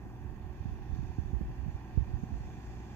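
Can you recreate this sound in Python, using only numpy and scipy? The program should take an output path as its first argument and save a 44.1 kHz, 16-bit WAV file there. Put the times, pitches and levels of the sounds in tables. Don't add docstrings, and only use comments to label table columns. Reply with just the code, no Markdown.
import sys
import numpy as np
from scipy import signal
from scipy.fft import rfft, irfft, next_fast_len
from scipy.io import wavfile
from scipy.ndimage import uniform_filter1d, map_coordinates

SR = 44100
rng = np.random.default_rng(int(sys.argv[2]) if len(sys.argv) > 2 else 0)


def volts(x):
    e = np.asarray(x, float) / 20
    return 10 ** e


def inscribe(sig):
    pcm = np.round(np.clip(np.atleast_2d(sig).T, -1, 1) * 32767)
    wavfile.write(sys.argv[1], SR, pcm.astype(np.int16))


N = 130095
T = np.arange(N) / SR

ENGINE_ORDERS = [4, 8, 14, 18, 20, 21, 23, 24, 25, 26, 28, 41, 49, 52, 54, 59, 68, 72, 76, 105, 113, 121,
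                 158, 168, 172, 216, 360, 432]
# (left level [dB], right level [dB])
ORDER_LEVELS = [(-53.5, -52), (-55.5, -54.5), (-65, -62.5), (-70.5, -68), (-70, -66), (-69, -65),
                (-76.5, -70), (-67, -61.5), (-78.5, -69.5), (-85.5, -75.5), (-83, -71.5), (-86.5, -78.5),
                (-71, -77), (-75.5, -78), (-77, -74), (-75.5, -72.5), (-99.5, -85.5), (-101, -74.5),
                (-102, -75), (-80, -80), (-101, -89), (-80.5, -78), (-86, -84.5), (-100.5, -81), (-91, -84),
                (-94, -86.5), (-99, -92), (-122, -107)]
# (frequency [Hz], share [0-1])
DIFFUSE_SHARE = [(100, 0.036), (600, 0.14), (1500, 0.41), (4000, 0.63)]
# (frequency [Hz], width [Hz], level [dB])
HOUSING_LEFT = [(123, 106, 13.5), (216, 44, 6), (334, 40, -5.5), (600, 100, -16.5), (800, 163, 1.5),
                (920, 820, -12.5), (1540, 270, -9.5), (2020, 62, -15), (2398, 83, -8), (3080, 490, -19.5)]
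HOUSING_RIGHT = [(112, 123, 16.5), (213, 81, 8.5), (338, 75, 3), (565, 83, -4), (782, 156, 5.5),
                 (1017, 136, 2.5), (1760, 373, -2.5), (2570, 436, -7.5), (3380, 240, -27)]
# (time [s], level [dB])
ENGINE_APPROACH = [
    (0.1, -70.5),
    (.45, -71),
    (.75, -71.5),
    (1.4, -71),
    (1.65, -70.5),
    (1.9, -70),
    (2.4, -70),
    (2.85, -69),
]
# (time [s], gain [dB])
HOUSING_BRIGHTNESS = [
    (0, -7),
    (.7, 1),
    (1.5, 1),
    (2.2, -0.5),
    (2.95, 1.5),
]
# (frequency [Hz], width [Hz], level [dB])
SHEAVE_LEFT = [(4340, 700, 6), (5120, 640, 7), (6040, 870, 7.5), (6680, 430, 9), (7450, 670, 6.5)]
SHEAVE_RIGHT = [(3523, 330, 6), (4290, 310, 1.5), (4570, 640, 1), (5450, 840, 0), (6440, 450, 4)]
# (time [s], level [dB], left over right [dB])
SHEAVE_LEVELS = [
    (0.1, -78.5, -2),
    (0.4, -78, -6.5),
    (0.7, -73, -6.5),
    (0.78, -76, -9),
    (0.96, -72, -7.5),
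    (1.49, -76, -3),
    (2.17, -73.5, -7),
    (2.38, -73, -1.5),
    (2.84, -72, -1.5),
    (2.85, -71.5, -2),
]
# (frequency [Hz], density [dB])
RUMBLE_SPECTRUM = [(22, -19), (36, 8.5), (60, -7), (120, -3), (250, -19.5), (500, -31), (900, -59)]
# (time [s], level [dB])
GUST_LEVELS = [
    (0, -47.5),
    (.3, -47),
    (.6, -46.5),
    (1, -41),
    (1.5, -43.5),
    (1.85, -48),
    (2.1, -40.5),
    (2.5, -46),
    (2.95, -50.5),
]
# (middle [s], length [s], peak [dB], pitch [Hz])
SLOW_EDDIES_LEFT = [
    (.065, 0.024, -42, 212),
    (1.755, .03, -40, 148),
    (1.475, 0.11, -31.5, 55),
    (2.405, 0.069, -39, 65),
    (2.47, 0.046, -37.5, 91),
    (2.69, 0.064, -38, 48.7),
]
SLOW_EDDIES_RIGHT = [(.222, 0.034, -36.5, 66), (.298, .03, -35, 60.5), (.412, 0.023, -37, 60),
                     (.443, 0.021, -34.5, 70), (.611, 0.016, -26.5, 79), (.668, 0.026, -30, 84),
                     (.722, 0.02, -27, 65), (.82, 0.025, -28.5, 49.3), (.91, 0.024, -25.5, 79.4),
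                     (.932, 0.048, -24.5, 64.3), (1.015, 0.046, -28.5, 72), (1.145, 0.025, -42, 90),
                     (1.334, 0.0067, -20.5, 131), (1.348, 0.02, -22, 75), (1.366, 0.035, -22, 62),
                     (1.424, 0.018, -28.5, 70), (1.222, 0.022, -31.5, 70), (1.26, .02, -30, 60.3),
                     (.995, .04, -31, 49.3), (2.235, 0.027, -31.5, 70), (2.375, .03, -33, 60),
                     (1.602, 0.04, -28.5, 64.5), (1.957, 0.036, -31, 72.4), (.77, 0.028, -32, 57.4),
                     (2.005, 0.016, -33, 70), (2.08, 0.016, -31, 68.6), (2.103, 0.036, -31.5, 65),
                     (2.151, .016, -24, 65), (2.337, 0.014, -29, 80), (2.353, .014, -31, 75),
                     (2.41, 0.01, -28, 71.5)]
# (middle [s], length [s], peak [dB], pitch [Hz])
SUCTION_EDDIES = [(.259, 0.023, -32.5, 90), (.334, 0.011, -39, 110), (.46, 0.022, -32.5, 85),
                  (.505, 0.034, -32.5, 69), (.69, 0.011, -25.5, 91), (.902, 0.019, -31, 94),
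                  (.992, 0.01, -21.5, 122), (1.05, 0.023, -31, 100), (1.103, 0.018, -25, 69),
                  (1.251, .014, -31, 99), (1.34, 0.011, -25.5, 90), (1.4155, 0.0061, -26, 200),
                  (1.433, 0.014, -28.5, 75), (1.64, 0.033, -28, 75), (1.666, 0.0088, -23.5, 149),
                  (1.686, 0.014, -23, 124), (1.70, .025, -28.5, 70), (1.753, 0.016, -24, 69),
                  (2.011, 0.0085, -22, 110), (2.026, 0.018, -21, 84.6), (2.143, .016, -22, 75),
                  (2.161, .016, -27, 65), (2.346, .014, -27, 80), (2.362, .014, -30, 75),
                  (1.202, .014, -31, 80), (.732, .016, -28, 70), (2.278, 0.015, -33.5, 80),
                  (2.33, 0.012, -25, 86), (2.44, 0.018, -37, 80), (2.585, 0.039, -37.5, 112)]
# (time [s], peak [dB])
JOINT_TICKS = [
    (0.628, -66),
    (.648, -70),
    (0.7205, -66),
    (0.9655, -62),
    (0.976, -68),
    (1.0994, -72),
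    (1.457, -70),
    (2.4704, -69),
    (2.566, -70),
    (2.663, -66),
]
# (frequency [Hz], width [Hz], level [dB])
JOINT_RESONANCES = [(7400, 550, -6), (13000, 5000, 0.19)]
# (middle [s], peak [dB], pitch [Hz])
EDDY_FLICKS = [(0.658, -25, 169), (.964, -30, 248), (1.032, -30, 189), (1.412, -22.5, 216),
               (1.418, -33, 234), (1.978, -28, 417), (1.339, -36, 397), (1.414, -31.5, 477),
               (1.186, -30, 260), (2.239, -36, 330), (2.237, -20.5, 180), (2.31, -34, 194),
               (2.324, -30, 227)]
# (time [s], peak [dB], starting pitch [Hz], time to peak [s])
SHARP_EDDIES = [
    (1.1844, -20.5, 230, 0.0059),
    (1.9737, -13, 216, 0.0066),
]
# (time [s], peak [dB])
PIN_RINGS = [
    (.738, -74),
    (1.308, -71),
    (1.336, -75),
    (1.364, -70),
    (1.391, -73),
    (1.418, -71),
    (1.445, -75),
]
# (frequency [Hz], density [dB])
HISS_SPECTRUM = [(2500, -30), (6000, -10), (8100, 7), (9400, 9), (10600, 14), (12400, 16), (14500, 15),
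                 (16000, 12)]

CYCLE_HZ, SPEED_DRIFT = 15.166, 0.00079
ORDER_SWAY_DB, ORDER_BLUR_TURNS = 2, 0.003
REPEATING_SHARE = 0.22
FIRING_DB, PAIR_DB = 1, 1
ENGINE_LAG_S, SHEAVE_LAG_S = -0.0001, -0.00012
HOUSING_DB = (-50.5, -49)
BRIGHT_HZ = 1990
SHEAVE_DB, SHEAVE_PATCH_DB, SHEAVE_SHARED = 3.5, 1.5, 0.89
LEE_DB, LEE_SWING = -54.5, 0.32
LUMPS_DB, RUMBLE_TOP_HZ = 4, 2500
EDDY_TOP_HZ, EDDY_SAG = 560, 0.18
FLICK_CYCLES = 1.34
SNAP_FALL_S, SNAP_END_HZ = 0.0043, 50
TICK_T60_S, TICK_LEFT_DB, TICK_RIGHT_DB = 0.013, -6.5, -14.5
PING_HZ, PING_T60_S, PING_RISE_S = 12550, 0.02, 0.0006
HISS_DB, HISS_RIGHT_DB = -79.5, 0.8
LOW_CUT_HZ, TOP_HZ = 29, 15730


def stereo(left, right):
    return np.array([[left], [right]])


def unit(x):
    return x / np.sqrt(np.mean(x ** 2, axis=-1, keepdims=True) + 1e-20)


def curves(rows):
    times, *columns = np.transpose(rows)
    return [np.interp(T, times, column) for column in columns]


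def wobble(rate):
    knots = rng.standard_normal(int(N * rate / SR) + 4)
    return map_coordinates(knots, [T * rate])


def filtered(x, response):
    m = next_fast_len(N + SR // 2)
    hz = np.fft.rfftfreq(m, 1 / SR)
    return irfft(rfft(x, m) * response(hz), m)[..., :N]


def coloured(points):
    f, db = np.transpose(points)

    def gain(hz):
        return volts(np.interp(np.log(hz + 1), np.log(f), db, left=-120))

    return unit(filtered(rng.standard_normal((2, N)), gain))


def resonant(x, left, right, lag_s=0):
    def peak(f, centre, width):
        damping = (f * width) ** 2
        return (damping / ((centre * centre - f * f) ** 2 + damping)) ** 2

    def response(f):
        power = [sum(volts(db) ** 2 * peak(f, centre, 1.264 * width) for centre, width, db in side)
                 for side in (left, right)]
        return np.sqrt(power) * np.exp(-2j * np.pi * f * stereo(lag_s, 0))

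    return unit(filtered(x, response))


def engine_orders(turns):
    lag_turns = CYCLE_HZ * stereo(ENGINE_LAG_S, 0)
    tones = np.zeros((2, N))
    for order, (left_db, right_db) in zip(ENGINE_ORDERS, ORDER_LEVELS):
        level = volts(stereo(left_db, right_db) + 5.0 + ORDER_SWAY_DB * wobble(14))
        blur = ORDER_BLUR_TURNS * min(order, 60) * wobble(20)
        phase = order * (turns - lag_turns) + blur + rng.random()
        tones += level * np.sin(2 * np.pi * phase)
    return tones


def housing_rush(turns):
    size = round(SR / 15)
    pattern = unit(map_coordinates(rng.standard_normal(size), [turns % 1 * size], mode="grid-wrap"))
    fresh = rng.standard_normal(N)
    direct = np.sqrt(REPEATING_SHARE) * pattern + np.sqrt(1 - REPEATING_SHARE) * fresh

    f, share = np.transpose(DIFFUSE_SHARE)

    def unlike(hz):
        return np.interp(np.log(hz + 1), np.log(f), share)

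    drive = filtered(direct, lambda hz: np.sqrt(1 - unlike(hz)))
    drive = drive + filtered(rng.standard_normal((2, N)), lambda hz: np.sqrt(unlike(hz)))
    throb_db = FIRING_DB * np.cos(2 * np.pi * 4 * turns) + PAIR_DB * np.cos(2 * np.pi * 2 * turns)
    housing = resonant(drive * volts(throb_db), HOUSING_LEFT, HOUSING_RIGHT, ENGINE_LAG_S)

    bright_db, = curves(HOUSING_BRIGHTNESS)
    upper = filtered(housing, lambda hz: 1 / (1 + (BRIGHT_HZ / (hz + 1)) ** 4))
    housing = housing + (volts(bright_db) - 1) * upper
    near_db, = curves(ENGINE_APPROACH)
    return volts(stereo(*HOUSING_DB) + near_db - near_db.mean()) * housing


def engine():
    turns = np.cumsum(CYCLE_HZ * (1 + SPEED_DRIFT * wobble(1.87))) / SR
    return engine_orders(turns) + housing_rush(turns)


def sheaves():
    noise = rng.standard_normal((2, N)) + SHEAVE_SHARED * rng.standard_normal(N)
    z = signal.stft(noise, nperseg=512)[2]
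    patches = uniform_filter1d(rng.standard_normal(z.shape), 8, axis=1)
    patches = uniform_filter1d(patches, 12, axis=2)
    z = z * volts(SHEAVE_PATCH_DB * patches / patches.std())
    noise = signal.istft(z, nperseg=512)[1][:, :N]
    level_db, pan_db = curves(SHEAVE_LEVELS)
    level = volts(SHEAVE_DB + level_db + np.array([pan_db, 0 * pan_db]))
    return level * resonant(noise, SHEAVE_LEFT, SHEAVE_RIGHT, SHEAVE_LAG_S)


def wind():
    gust_db, = curves(GUST_LEVELS)
    lee_db = LEE_DB + LEE_SWING * (gust_db - gust_db.mean())
    lumps = volts(LUMPS_DB * np.array([wobble(14), wobble(14)]))
    rumble = unit(lumps * coloured(RUMBLE_SPECTRUM + [(RUMBLE_TOP_HZ, -120)]))
    right = slow_eddies(SLOW_EDDIES_RIGHT) - slow_eddies(SUCTION_EDDIES) + sharp_eddies()
    eddies = np.array([slow_eddies(SLOW_EDDIES_LEFT), right])
    eddies = filtered(eddies, lambda hz: 1 / (1 + (hz / EDDY_TOP_HZ) ** 6))
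    return volts(np.array([lee_db, gust_db])) * rumble + eddies


def slow_eddies(rows):
    out = np.zeros(N)
    for middle, length, db, hz in rows:
        t = T - middle
        cycles = hz * t * (1 - EDDY_SAG * t / length)
        out += volts(db) * np.cos(2 * np.pi * cycles) * np.exp(-(2.31 * t / length) ** 2)
    return out


def ticks():
    shape = np.zeros(N)
    for start, db in JOINT_TICKS:
        shape += volts(db - 60 * np.maximum(T - start, 0) / TICK_T60_S) * (T >= start)
    noise = resonant(rng.standard_normal(N), JOINT_RESONANCES, JOINT_RESONANCES)
    return volts(stereo(TICK_LEFT_DB, TICK_RIGHT_DB)) * shape * noise


def sharp_eddies():
    out = slow_eddies([(middle, FLICK_CYCLES / hz, db, hz) for middle, db, hz in EDDY_FLICKS])
    for start, db, hz, peak_s in SHARP_EDDIES:
        t = np.maximum(T - start, 0)
        glide = (hz - SNAP_END_HZ) * SNAP_FALL_S * (1 - np.exp(-t / SNAP_FALL_S))
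        swing = (t / peak_s * np.exp(1 - t / peak_s)) ** 0.85
        out += volts(db) * swing * np.sin(2 * np.pi * (SNAP_END_HZ * t + glide))
    return out


def pings():
    ring = np.zeros(N)
    for start, db in PIN_RINGS:
        t = np.maximum(T - start, 0)
        envelope = volts(db - 60 * t / PING_T60_S) * (1 - np.exp(-t / PING_RISE_S))
        ring += envelope * np.sin(2 * np.pi * PING_HZ * t)
    return volts(stereo(3, -9)) * ring


def scene():
    return engine() + sheaves() + wind() + ticks() + pings()


def roll_off(x):
    return signal.sosfilt(signal.butter(12, 15760, fs=SR, output="sos"), x)


def record(dry):
    hiss = volts(HISS_DB + stereo(0, HISS_RIGHT_DB)) * coloured(HISS_SPECTRUM)

    def band(hz):
        return (hz < TOP_HZ) / np.sqrt(1 + (LOW_CUT_HZ / (hz + 1)) ** 8)

    mix = filtered(dry + hiss, band)
    return roll_off(mix)


dry = scene()
out = record(dry)
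inscribe(out)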